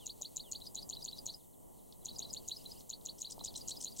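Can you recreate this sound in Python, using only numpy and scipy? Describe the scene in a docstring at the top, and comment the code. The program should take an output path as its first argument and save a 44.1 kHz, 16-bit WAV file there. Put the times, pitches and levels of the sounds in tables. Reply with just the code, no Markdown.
"""Dry open grassland by a meerkat burrow, with quick high chirps that suggest a small bird.
Each note is a fast whistled sweep. A few keep coming back: a sharp chip, a rising slur, two soft pips
and, late on, a two-voiced zigzag. Sand and grass scatter them briefly,
over low wind, steady hiss and a few soft knocks."""
import sys
import numpy as np
from scipy import signal
from scipy.fft import rfft, irfft
from scipy.io import wavfile

SR = 44100
rng = np.random.default_rng(int(sys.argv[2]) if len(sys.argv) > 2 else 0)


def inscribe(sig):
    """Save sig as 16-bit PCM at rate SR to the path in sys.argv[1].

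    A 1-D sig is mono; a 2-D sig holds one channel per row.
    Samples are clipped to [-1, 1] before scaling.
    """
    pcm = np.round(np.clip(np.atleast_2d(sig).T, -1, 1) * 32767)
    wavfile.write(sys.argv[1], SR, pcm.astype(np.int16))


N = 176400
PURE, RASPY, BREATHY = .0049, .034, .067  # random waver, as a share of the pitch


def gain(db):
    """Turn decibels into a multiplier."""
    return 10 ** (np.asarray(db) / 20)


def wander(rate_hz, size):
    """A smooth random drift, about 1 either way."""
    steps = np.arange(size) * rate_hz / SR
    count = int(steps[-1]) + 2
    return 1.15 * np.interp(steps, np.arange(count), rng.standard_normal(count))


def tone_curve(points):
    """Join (pitch_hz, level_db) points into a gain for every frequency."""
    hz, db = np.array(points).T
    all_hz = np.arange(N // 2 + 1) * SR / N
    return gain(np.interp(np.log(all_hz + 1), np.log(hz), db))


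def air_noise(tone):
    """Stereo noise, wide in the bass and top treble, narrow in between."""
    # stereo width, side against middle: pitch_hz, level_db
    widths = [(30, 7.5), (100, 10), (330, 10), (700, 6), (1290, 1), (1900, -7), (2700, -33), (6500, -36),
              (7800, -27), (8700, -9), (11000, -4.5), (15000, -1)]
    width = tone_curve(widths)
    mid, side = rfft(rng.standard_normal((2, N)))
    spectra = np.array([mid + width * side, mid - width * side])
    pair = irfft(spectra * tone_curve(tone) / np.hypot(1, width), N)
    return pair / pair.std()


def wind_and_hiss():
    """Low wind, high hiss and a rustle; the whole background noise dips and comes back."""
    # tone of each noise: pitch_hz, level_db
    wind_tone = [(20, 2), (50, 1.5), (110, 2), (200, 2.5), (400, -1.5), (700, -5.5), (950, -8.5),
                 (1200, -21.5), (1550, -36.5), (2000, -34.5), (3000, -56)]
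    hiss_tone = [(1400, -44), (2000, -12.5), (2400, -26.5), (3000, -7.5), (4000, -19), (5100, -15),
                 (6500, -4.5), (8400, 1), (11000, 1), (15500, 1)]
    rustle_tone = [(1500, -27), (2450, -10), (2900, -3.5), (4200, 4.5), (5200, -5), (6200, 3.5), (8000, 0),
                   (10000, -1.5), (15000, -16)]
    # how the noises dip and come back: time_s, level_db
    background_levels = [(0, 0), (.6, 2), (1.3, 1.5), (1.5, -1.5), (1.95, -1), (2.1, 1.5), (2.8, 3),
                         (2.86, -1), (3.1, 0.5), (3.5, 2), (3.8, 4), (4, 2.5)]
    rustle_levels = [(0, -4), (.5, -6), (1.3, -6.5), (1.48, -15), (2.0, -11), (2.08, -6.5), (2.81, -1.5),
                     (2.85, -8), (3.1, -4.5), (3.5, -2), (4, 1.5)]
    t = np.arange(N) / SR
    background_db = np.interp(t, *np.array(background_levels).T)
    rustle_db = np.interp(t, *np.array(rustle_levels).T)
    wind = air_noise(wind_tone) * gain(-56.5 + 1.18 * wander(7.1, N))
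    rustle = air_noise(rustle_tone) * gain(-67 + rustle_db + 2 * wander(30, N))
    hiss = air_noise(hiss_tone) * gain(-61.5)
    return (wind + hiss) * gain(background_db) + rustle


def note(shape, waver, flutter_db=.8, octave_db=-27):
    """One wavering, whistled sweep with a faint copy an octave up."""
    ms, hz, db = np.array(shape).T
    ms = np.sort(ms)
    t_ms = np.arange(ms[0], ms[-1], 1000 / SR)
    wobble, flutter = (wander(1300, len(t_ms)) for _ in range(2))
    off_tune = .011 * rng.standard_normal()
    pitch_hz = np.interp(t_ms, ms, hz) * (1 + off_tune + waver * wobble)
    phase = 2 * np.pi * np.cumsum(pitch_hz) / SR
    fade = np.clip(2 * np.minimum(t_ms - t_ms[0], t_ms[-1] - t_ms), 0, 1)
    loudness = fade * gain(np.interp(t_ms, ms, db) + flutter_db * flutter)
    return loudness * (np.sin(phase) + gain(octave_db) * np.sin(2 * phase))


def sing(calls, shapes, waver):
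    """Play the shapes at every call; a shape's offset_ms counts from the call's time_s."""
    out = np.zeros(N)
    for time_s, level_db in calls:
        for shape in shapes:
            sound = gain(level_db - .2) * note(shape, waver)
            offset_ms = min(point[0] for point in shape)
            start = round((time_s + offset_ms / 1000) * SR)
            first, last = max(start, 0), min(start + len(sound), N)
            if last > first:
                out[first:last] += sound[first - start:last - start]
    return out


def whistles():
    """Faint, longer whistles that slide down."""
    # the slide: offset_ms, pitch_hz, level_db
    shape = [(-45, 4500, -12), (-20, 3700, -1), (0, 3250, 0), (25, 2900, -3), (45, 2700, -10)]
    # calls: time_s, level_db
    calls = [(.017, -60.5), (.457, -61.5)]
    return sing(calls, [shape], PURE)


def chips():
    """A sharp, pure chip between a raspy two-voiced flick and a low blip."""
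    # the four sweeps: offset_ms, pitch_hz, level_db
    flick = [(-9.5, 8300, -27), (-8, 7500, -16), (-6.6, 5600, -15), (-5.6, 3900, -21), (-4.6, 2900, -32)]
    upper_flick = [(-12.5, 8350, -28), (-7, 6900, -10), (-3, 5480, -22), (-3.5, 4900, -30)]
    chip = [(-2.7, 5500, -26), (-1.7, 6150, -3.5), (-.2, 6870, 1), (1.3, 6900, -4), (2.4, 7000, -13),
            (3.4, 6900, -30)]
    blip = [(5.8, 3740, -34), (7.5, 4130, -10), (9.5, 4000, -17), (11.3, 3520, -25), (13, 1970, -22.5)]
    # calls: time_s, level_db
    calls = [(.068, -32), (.2221, -32), (.3693, -30.5), (.5233, -31), (.7558, -33.5), (.8999, -32.5),
             (1.0517, -32.5), (1.2663, -31.5), (2.0585, -33), (2.1937, -31), (2.3386, -32.5), (2.4872, -32),
             (2.9029, -32.5), (3.0619, -32.5), (3.2194, -31.5), (3.4497, -31.5), (3.6848, -32),
             (3.8469, -30.5), (3.9979, -30.5)]
    return sing(calls, [chip], PURE) + sing(calls, [flick, upper_flick, blip], RASPY)


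def slurs():
    """A smooth upward slide just after a chip."""
    # the slide: offset_ms, pitch_hz, level_db
    shape = [(-9.7, 2650, -23), (-6, 3350, -10), (-1, 3980, -1.5), (3.5, 4330, .5), (7, 4600, -3),
             (9.5, 4650, -6), (12, 4450, -20)]
    # calls: time_s, level_db
    calls = [(.0995, -41.5), (.2531, -41.5), (.4013, -42.5), (.5554, -40.5), (.7865, -42), (.9315, -40.5),
             (1.0838, -40), (1.2975, -41), (2.0885, -43), (2.2249, -40.5), (2.3702, -40.5), (2.5195, -39),
             (2.9342, -41.5), (3.0925, -41), (3.2506, -41.5), (3.4808, -42), (3.7165, -42), (3.8785, -42.5)]
    return sing(calls, [shape], PURE)


def ticks():
    """Raspy drops in pitch, so quick that they tick."""
    # the drop: offset_ms, pitch_hz, level_db
    shape = [(-2.5, 5900, -16), (-1, 4900, -3), (0, 4200, -2), (1.3, 3500, -5), (3, 2900, -16)]
    # calls: time_s, level_db
    calls = [(.6035, -53), (.952, -46), (1.1135, -47), (1.9255, -49.5), (2.0955, -54), (2.236, -51),
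             (2.644, -57), (2.808, -51.5), (3.013, -58), (3.394, -48.5), (3.542, -48)]
    return sing(calls, [shape], RASPY)


def pips():
    """Soft low and high pips; two breathy voices lead into each high one."""
    # the pips and each lead-in voice: offset_ms, pitch_hz, level_db
    low = [(-9.2, 2700, -20), (-7.5, 3700, -5), (-5.5, 4300, -20), (-3.5, 4250, -10), (-1, 4020, 1),
           (2.5, 3950, -2), (5.5, 4100, -17)]
    high = [(-8, 4960, -33), (-6, 5300, -3), (-6, 3600, -10), (-2.5, 5000, -8), (0.2, 4950, 0.5),
            (3.5, 4880, -6.5), (6, 4600, -8.5)]
    lead_in = [
        [(-36.5, 5700, -39), (-17.5, 5950, -21), (-9.5, 5700, -19), (-9, 5300, -22)],
        [(-36.5, 5000, -26), (-20, 3900, -20.5), (-13, 4300, -13), (-6, 8100, -27)],
    ]
    # calls: time_s, level_db
    low_calls = [(.6213, -45), (.777, -42), (.9713, -42.5), (1.1324, -42), (1.2885, -43.5), (2.1145, -48),
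                 (2.2537, -43.5), (2.517, -38.5), (2.6629, -42.5), (3.2739, -45), (3.4109, -44.5),
                 (3.5602, -40), (3.7175, -39), (3.868, -43.5)]
    high_calls = [(.6722, -40), (.8307, -43), (1.0272, -41), (1.1894, -40), (1.3455, -43), (2.1649, -43.5),
                  (2.3074, -43.5), (2.5688, -42.5), (2.7193, -43.5), (3.3242, -45), (3.4672, -45),
                  (3.6159, -43), (3.7725, -43), (3.9243, -49)]
    pure_notes = sing(low_calls, [low], PURE) + sing(high_calls, [high], PURE)
    return pure_notes + sing(high_calls, lead_in, BREATHY)


def wisps():
    """Faint, raspy notes that fall away."""
    # the fall: offset_ms, pitch_hz, level_db
    shape = [(-14, 4300, -7), (-3.5, 3900, -6.5), (3.5, 3450, -5.5), (16, 3000, -21)]
    # calls: time_s, level_db
    calls = [(1.407, -66), (1.445, -70), (1.542, -69), (1.795, -68.5), (2.028, -66), (2.398, -63),
             (3.505, -56), (3.755, -56)]
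    return sing(calls, [shape], RASPY)


def warbles():
    """A low voice wiggles while a high one dips and climbs."""
    # each voice: offset_ms, pitch_hz, level_db
    voices = [
        [(-24.5, 3100, -8), (-8.5, 2600, -13), (1.5, 3200, -2), (7, 2900, -6), (14.5, 2800, -6)],
        [(-23.5, 7000, -6), (-8.5, 4650, -4), (4, 4150, -5), (12, 4900, 2.5), (20.5, 4900, -4), (33, 6600, -7)],
    ]
    # calls: time_s, level_db
    calls = [(2.443, -68), (2.604, -63), (2.764, -62.5), (3.655, -65)]
    return sing(calls, voices, PURE)


def zigzags():
    """Two raspy voices sweep up, then both sweep down."""
    # each sweep: offset_ms, pitch_hz, level_db
    sweeps = [
        [(-14, 4700, -22), (-8.5, 5850, -4), (-5.8, 6600, -11), (-3, 8000, -3), (-1.3, 9300, -18)],
        [(-10, 2700, -25), (-4, 3500, -14), (-2.3, 4800, -12), (-.7, 5750, 0), (1, 7300, -1), (2.6, 8900, -12)],
        [(7.5, 8900, -15), (9.7, 8000, -3), (12, 5600, -1), (13.7, 3900, -13), (17.5, 2900, -21)],
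        [(11.5, 9000, -16), (13.5, 7400, -6), (16, 6100, -10), (20, 5300, -18)],
    ]
    # calls: time_s, level_db
    calls = [(2.712, -67), (2.803, -57), (3.1925, -49), (3.311, -42.5), (3.449, -41.5), (3.5655, -40),
             (3.6965, -39), (3.815, -40), (3.974, -45.5)]
    return sing(calls, sweeps, RASPY)


def call_tone(calls):
    """The calls sound thin in the low tones and bright on top."""
    # their tone: pitch_hz, level_db
    tone = [(1900, -25), (2500, -2.5), (3000, 1.5), (4200, 1), (5000, 1.5), (6700, 1), (8200, 3),
            (9800, 10), (11000, 10), (14000, 0)]
    end_fade = np.minimum(np.arange(N)[::-1] / 64, 1)
    return irfft(rfft(calls * end_fade) * tone_curve(tone), N)


def ground(calls, onset_s=.0044, width=.084):
    """Add two echoes off the mound, quick scatter in the grass and a faint far tail."""
    # mound echoes: delay_ms, level_db
    echoes = [(7.8, -33), (10.2, -21)]
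    t = np.arange(SR // 2) / SR
    response = np.zeros((2, len(t)))
    response[:, 0] = 1  # the direct sound
    for delay_ms, level_db in echoes:
        response[:, int(delay_ms * SR / 1000)] += gain(level_db)
    for level_db, fade_s in [(-10, .081), (-35.5, .45)]:  # grass, then far tail
        fade = 1000 ** (-t / fade_s) * np.minimum(t / onset_s, 1) ** 2
        mid, side = rng.standard_normal((2, len(t))) * fade
        scatter = np.array([mid + width * side, mid - width * side])
        response += gain(level_db) * scatter / np.linalg.norm(mid)
    return signal.fftconvolve(calls[None], response, axes=1)[:, :N]


def lean_left(pair):
    """The caller sits a little to the left; the treble shows it most."""
    # left minus right: pitch_hz, level_db
    balance = [(2500, .5), (4200, 0.6), (6800, 1.7), (9000, 4.5)]
    lean = np.sqrt(tone_curve(balance))
    return irfft(rfft(pair) * np.array([lean, 1 / lean]), N)


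def knocks(fade_s=.00092):
    """Dull knocks that die within a couple of vibrations."""
    # knocks: time_s, pitch_hz, level_db
    hits = [(.214, 710, -45), (3.3814, 740, -42.5), (3.4135, 846, -40.5)]
    out = np.zeros(N)
    for time_s, pitch_hz, level_db in hits:
        t = np.arange(N) / SR - time_s
        out += gain(level_db) * np.exp(-(t / fade_s) ** 2) * np.cos(2 * np.pi * pitch_hz * t)
    return out


def scene():
    """Calls over open ground, with wind, hiss and knocks."""
    calls = whistles() + chips() + slurs() + ticks() + pips() + wisps() + warbles() + zigzags()
    return wind_and_hiss() + lean_left(ground(call_tone(calls))) + knocks()


def record(dry, top_hz=15950):
    """Cut away the highest treble."""
    return signal.sosfilt(signal.ellip(10, .1, 70, top_hz, fs=SR, output="sos"), dry)


dry = scene()
out = record(dry)
inscribe(out)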